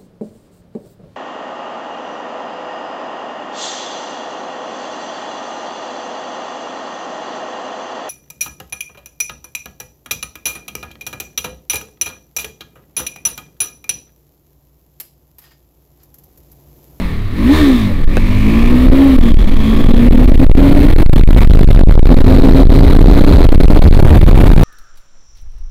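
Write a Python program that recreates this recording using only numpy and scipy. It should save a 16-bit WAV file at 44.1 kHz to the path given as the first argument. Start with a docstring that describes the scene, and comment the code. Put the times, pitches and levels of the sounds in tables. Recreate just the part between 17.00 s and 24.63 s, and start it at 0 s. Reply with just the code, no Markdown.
"""The rider's seat of a single-cylinder motorcycle: a blip of the throttle, a gear clunking in as the
engine pulls away, then a hard run up through the gears. The exhaust is a stack of engine orders, the
clatter a knock pattern repeated each cycle, the clunk a crack with ringing metal. The airstream's eddies
grow with speed until they overload the microphone and chop the engine into crackling bursts."""
import sys
import numpy as np
from scipy import signal
from scipy.fft import rfft, irfft, next_fast_len
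from scipy.io import wavfile
from scipy.ndimage import uniform_filter1d

SR = 44100
rng = np.random.default_rng(int(sys.argv[2]) if len(sys.argv) > 2 else 0)


def unload_audio(sound):
    """Save the sound as a 16-bit wav file, at the path given as the first command line argument."""
    columns = np.transpose(np.atleast_2d(sound))
    # keep every value between -1 and 1, then stretch to whole-number steps
    steps = np.round(np.clip(columns, -1, 1) * 32767)
    wavfile.write(sys.argv[1], SR, steps.astype(np.int16))


N = 336703
TIME = np.arange(N) / SR

# relative spectrum of the engine case, for clatter and clunk: freq_hz, density_db (dB per Hz)
CASE_SPECTRUM = [(100, -43), (350, 5), (600, -2), (850, -4.5), (1150, 0), (1500, -4.5), (2200, 3),
                 (2850, -5), (3600, -4), (4200, -5.5), (5000, -15.5), (6000, -20), (7500, -21.5),
                 (10500, -17), (11600, -22.5), (13000, -13.5), (14500, -18)]


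def from_db(db):
    """Decibels to gain."""
    return 10 ** (np.asarray(db) / 20)


def rms_one(x):
    """Scale to unit rms."""
    return x / np.sqrt(np.mean(x ** 2) + 1e-20)


def in_time(rows):
    """Each column of a breakpoint curve, read at every sample."""
    s, *columns = np.transpose(rows)
    return [np.interp(TIME, s, c) for c in columns]


def at_hz(points, hz):
    """Read a spectrum on a log-frequency axis."""
    f, level = np.transpose(points)
    return np.interp(np.log(hz), np.log(f), level)


def ease(x, seconds):
    """Round the corners of a control with a moving average."""
    return uniform_filter1d(x, size=max(int(seconds * SR), 1), mode="nearest")


def bump(s, half_s):
    """A smooth rise and fall of height 1, down to 1/e at half_s from the middle."""
    return np.exp(-np.square((TIME - s) / half_s))


def drift(rate_hz):
    """Slow random wander of unit rms: coarse noise twice through a one-pole low-pass."""
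    step = 40   # samples between noise points
    settle = 2000   # noise points dropped while the filter settles
    r = np.exp(-2 * np.pi * rate_hz * step / SR)
    noise = rng.standard_normal(N // step + settle + 2)
    slow = signal.lfilter([1], [1, -2 * r, r * r], noise)[settle:]
    return np.interp(np.arange(N) / step, np.arange(len(slow)), rms_one(slow))


def colour(x, spectrum):
    """Give a sound the tilt of a spectrum; unit rms."""
    size = next_fast_len(N)
    hz = np.maximum(np.fft.rfftfreq(size, 1 / SR), 1)
    shaped = rfft(x, size) * from_db(at_hz(spectrum, hz))
    return rms_one(irfft(shaped, size)[:N])


def resonate(x, hz, width_hz):
    """A two-pole resonance with unit gain on top."""
    r = np.exp(-np.pi * width_hz / SR)
    feed = np.array([1, 0, -1]) * (1 - r * r) / 2
    return signal.lfilter(feed, [1, -2 * r * np.cos(2 * np.pi * hz / SR), r * r], x)


def ring(clicks, hz, t60_s):
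    """A unit click sets off a decaying sine that starts at height 1."""
    r = np.exp(-np.log(1000) / (t60_s * SR))
    w = 2 * np.pi * hz / SR
    # the tiny constant keeps the filter out of denormal numbers
    return signal.lfilter([0, np.sin(w)], [1, -2 * r * np.cos(w), r * r], clicks + 1e-18)


def engine(unsteady=0.00302):
    """Exhaust and clatter grow with engine speed; orders boom as they pass the silencer's resonance."""
    # level of an order sweeping through the silencer's resonance: freq_hz, level_db
    boom_curve = [(135, -43), (170, -29), (195, -20), (220, -15), (240, -9), (272, -6.5), (291, -9),
                  (303, -17), (320, -31)]
    # clutch pulled at gear changes, exhaust dips and gearbox and chain may rattle up:
    # middle_s, half_length_s, exhaust_db, clatter_db
    shifts = [(2.385, 0.17, -1.5, 0), (4.467, 0.27, -6.5, 5.5)]
    cruise_hz = 66   # firing rate at which the base levels hold
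    exhaust_db, exhaust_db_per_octave = -14, 7.5
    clatter_db, clatter_db_per_octave = -26, 13
    fifth_db = -18   # the fifth order excites the resonance more weakly, and more strongly under load

    firing_hz, load_db = throttle()
    octaves = np.log2(firing_hz / cruise_hz)
    cycles = np.cumsum(firing_hz * (1 + unsteady * drift(19.53))) / SR
    dip_db = sum(db * bump(s, half_s) for s, half_s, db, _ in shifts)
    rattle_db = sum(db * bump(s, half_s) for s, half_s, _, db in shifts)

    exhaust_gain = from_db(exhaust_db + exhaust_db_per_octave * octaves + load_db)
    fourth_gain = from_db(at_hz(boom_curve, 4 * firing_hz))
    fifth_gain = from_db(at_hz(boom_curve, 5 * firing_hz) + fifth_db + load_db)
    pipe = exhaust_gain * exhaust(firing_hz, cycles)
    pipe += fourth_gain * boom(cycles, order=4)
    pipe += fifth_gain * boom(cycles, order=5)

    clatter_gain = from_db(clatter_db + clatter_db_per_octave * octaves + rattle_db)
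    return from_db(dip_db) * pipe + clatter_gain * clatter(cycles)


def throttle():
    """Firing rate and load: the engine climbs on open throttle and sinks evenly until the next pull."""
    # a blip, then the pulls through the gears; one firing every second turn of the crank:
    # open_s, shut_s, open_firing_hz, shut_firing_hz, climb_bend (exponent, 1 = even), load_db
    pulls = [(.32, 0.557, 33, 80.5, 1.07, 3), (.99, 2.059, 37.4, 69.3, .83, 4),
             (2.399, 4.1, 51, 76.3, 1.08, 1), (4.5, 7.63, 59.8, 79.6, 0.95, 1)]
    # the engine running down to idle at first: time_s, firing_hz
    run_down = [(0, 48.5), (.2, 33.8)]
    flywheel_s = .07   # the flywheel rounds every change of speed
    throttle_s = 0.34   # time the load takes to build and to go

    corners = []
    for start, end, low, high, _, _ in pulls:
        corners += [(start, low), (end, high)]
    firing_hz = in_time(list(run_down) + corners)[0]
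    load_db = np.zeros(N)
    for start, end, low, high, bend, db in pulls:
        pulling = (TIME >= start) & (TIME < end)
        progress = (TIME[pulling] - start) / (end - start)
        firing_hz[pulling] = low + (high - low) * progress ** bend
        load_db[pulling] = db
    return ease(firing_hz, flywheel_s), ease(load_db, throttle_s)


def exhaust(firing_hz, cycles, count=22, flutter_db=4.5, mellow_db_per_hz=0.1, full_hz=76):
    """Firing pulses as a levelled stack of orders shaped by the silencer, no two bangs alike."""
    # silencer response, relative between orders: freq_hz, level_db
    silencer = [(30, 6), (55, 2.5), (80, 3.5), (105, 3), (140, -13), (175, -9), (235, -6.5), (280, -4),
                (345, -6.5), (450, -15.5), (630, -18.5), (760, -25), (1030, -22), (1400, -34.5)]
    out = np.zeros(N)
    mellow_db = mellow_db_per_hz * np.maximum(full_hz - firing_hz, 0)   # slow firing has softer edges
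    for k in range(1, count + 1):
        level_db = at_hz(silencer, k * firing_hz) + flutter_db * drift(10) - mellow_db * (k > 7)
        lag = np.pi * k * k / 4   # the pipe spreads each bang over the whole cycle
        out += from_db(level_db) * np.cos(2 * np.pi * k * cycles - lag)
    return out / np.sqrt(uniform_filter1d(out ** 2, size=4410))   # hold the 0.1 s running rms at 1


def boom(cycles, order=4, uneven_db=2.5):
    """One engine order as a sine for the silencer's resonance, its level wandering a little."""
    return np.sqrt(2) * np.cos(2 * np.pi * order * cycles) * from_db(uneven_db * drift(17.3))


def clatter(cycles, size=512, repeating=0.71, throb=0.079, shake=0.25):
    """Valves, piston and chain repeat one pattern of knocks each engine cycle, over a loose rattle."""
    # panels and brackets that buzz along for a while, level relative to the case noise:
    # start_s, end_s, freq_hz, width_hz, level_db
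    buzzes = [(.53, .64, 627, 20, -5), (.53, .61, 1020, 30, -4), (.5, .72, 1810, 70, -7),
              (.5, .87, 3650, 350, -8), (0, 4.0, 1790, 110, -13), (1.13, 1.7, 2330, 320, -6),
              (0, 2.95, 1130, 130, -8), (2.2, 3.0, 3350, 200, -7), (4.5, 7.0, 4050, 400, -10)]
    pattern = np.interp(cycles % 1, np.arange(size) / size, rng.standard_normal(size), period=1)
    knocks = repeating * rms_one(pattern) + rng.standard_normal(N)
    beat = np.cos(2 * np.pi * cycles)
    case = colour(knocks * (1 + throb * beat), CASE_SPECTRUM)
    shaking = knocks * (1 + shake * beat)
    for start, end, hz, width_hz, db in buzzes:
        active = np.clip(np.minimum(TIME - start, end - TIME) / .04 + .5, 0, 1)   # 40 ms fades
        case = case + from_db(db) * active * rms_one(resonate(shaking, hz, width_hz))
    return case


def gear_clunk(crack_s=0.00054):
    """The dogs hit and bounce: a short crack through the case and the ring of the gearbox."""
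    # gear dogs engaging, levels relative within the clunk: time_s, level_db
    dog_hits = [(1.1695, -9), (1.1775, -16)]
    # gearbox ringing, level relative to the hit: freq_hz, level_db, t60_s
    gearbox_modes = [(382, 15.5, 0.0078), (557, 11, 0.013), (770, -2, 0.022), (1520, 1.5, 0.017),
                     (1670, -3, 0.016), (2570, -2.5, .02), (3730, -3.5, 0.0071)]
    clicks, crack = np.zeros(N), np.zeros(N)
    for s, db in dog_hits:
        clicks[round(s * SR)] = from_db(db)
        crack += from_db(db) * (TIME >= s) * np.exp(-np.abs(TIME - s) / crack_s)
    rings = np.zeros(N)
    for k, (hz, db, t60_s) in enumerate(gearbox_modes):
        rings += (-1) ** k * from_db(db) * ring(clicks, hz, t60_s)   # alternating polarity
    return rings + crack * colour(rng.standard_normal(N), CASE_SPECTRUM)


def wind(wander=.34, swell_db=3.0, gust_push=5.0):
    """Near-regular eddies over broad turbulence grow with road speed; gusts override them with a push."""
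    # road speed: time_s, speed_kmh
    road_speed = [(0, 13.6), (1, 23.8), (2, 45), (2.5, 49.5), (4, 72), (5, 79.7), (7.63, 94.2)]
    # the eddies swell and slacken: middle_s, half_length_s, level_db
    swells = [(1.053, 0.038, 9.5), (1.9, 0.036, 7.5), (2.049, .1, -8), (2.38, 0.096, 3.5), (2.68, .04, -13),
              (3.131, 0.081, 3.5), (3.5, 0.048, 12), (4.201, 0.23, 7), (4.53, .1, 7), (4.878, 0.19, 10.5),
              (5.679, 0.051, 3), (6.63, 0.086, 3)]
    # gusts that pin the diaphragm: middle_s, length_s, sign (push +1, suction -1)
    gusts = [(2.173, 0.024, 1), (2.201, 0.022, -1), (2.331, 0.022, 1), (2.357, 0.028, -1),
             (3.098, 0.025, -1), (3.268, 0.021, 1), (3.367, 0.022, -1), (3.483, 0.033, -1),
             (3.534, 0.038, -1), (3.949, 0.028, -1), (4.079, 0.033, 1), (4.257, 0.04, -1),
             (4.487, 0.024, 1), (4.661, 0.031, -1), (4.855, 0.037, -1), (4.967, 0.025, -1),
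             (5.012, 0.036, -1), (5.643, 0.021, -1), (5.683, 0.025, -1), (6.479, 0.023, -1),
             (6.569, 0.022, 1), (6.669, 0.027, -1), (6.899, 0.026, -1), (7.201, 0.02, 1), (7.253, 0.024, 1)]
    # relative spectrum of turbulence at the microphone: freq_hz, density_db (dB per Hz)
    turbulence_spectrum = [(12, -5), (30, -5.5), (60, -3), (125, -9.5), (200, -15), (400, -24),
                           (800, -34.5), (1600, -41.5), (4000, -64.5)]
    fast_kmh = 80   # road speed at which the wind and turbulence levels hold
    wind_db, wind_db_per_octave = 1, 8
    eddy_hz, eddy_hz_per_kmh = 13, .14   # eddy rate at standstill and its growth
    fine_db, fine_db_per_kmh = -2.5, 0.15   # fine turbulence beside the eddies
    swell_roughens = .25   # share of a swell's dB that reaches the fine turbulence

    kmh, = in_time(road_speed)
    surge_db = sum(db * bump(s, half_s) for s, half_s, db in swells)
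    turns = np.cumsum((eddy_hz + eddy_hz_per_kmh * kmh) * np.exp(wander * drift(10))) / SR
    eddy_gain = from_db(surge_db + swell_db * drift(9.9))
    eddies = np.sqrt(2) * np.sin(2 * np.pi * turns) * eddy_gain
    turbulence_db = fine_db + fine_db_per_kmh * (kmh - fast_kmh) + swell_roughens * surge_db
    turbulence = colour(rng.standard_normal(N), turbulence_spectrum)
    pressure = eddies + from_db(turbulence_db) * turbulence
    for s, length_s, sign in gusts:
        age = (TIME - s) / length_s
        share = np.exp(-(age / .8) ** 4)   # how far the gust replaces the rest
        # the pressure swings back on either side
        push = sign * gust_push * from_db(surge_db) * np.cos(np.pi * age)
        pressure = pressure + share * (push - pressure)
    return from_db(wind_db + wind_db_per_octave * np.log2(kmh / fast_kmh)) * pressure


def scene():
    """Engine, gear clunk and airstream add up at the microphone."""
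    clunk_db = -1.5
    return (engine() + from_db(clunk_db) * gear_clunk() + wind())[None]


def record(dry, offset=-0.0085):
    """The overloaded input flattens against its rails, smothering all else; then the top is cut."""
    rail, knee, hiss_db = .86, 5, -72   # a higher knee bends more sharply
    cutoff_hz = 15550
    clipped = dry / (1 + np.abs(dry / rail) ** knee) ** (1 / knee) + offset
    hiss = from_db(hiss_db) * rng.standard_normal(N)
    low_pass = signal.ellip(10, .1, 80, cutoff_hz, fs=SR, output="sos")
    return signal.sosfilt(low_pass, clipped + hiss)


dry = scene()
out = record(dry)
unload_audio(out)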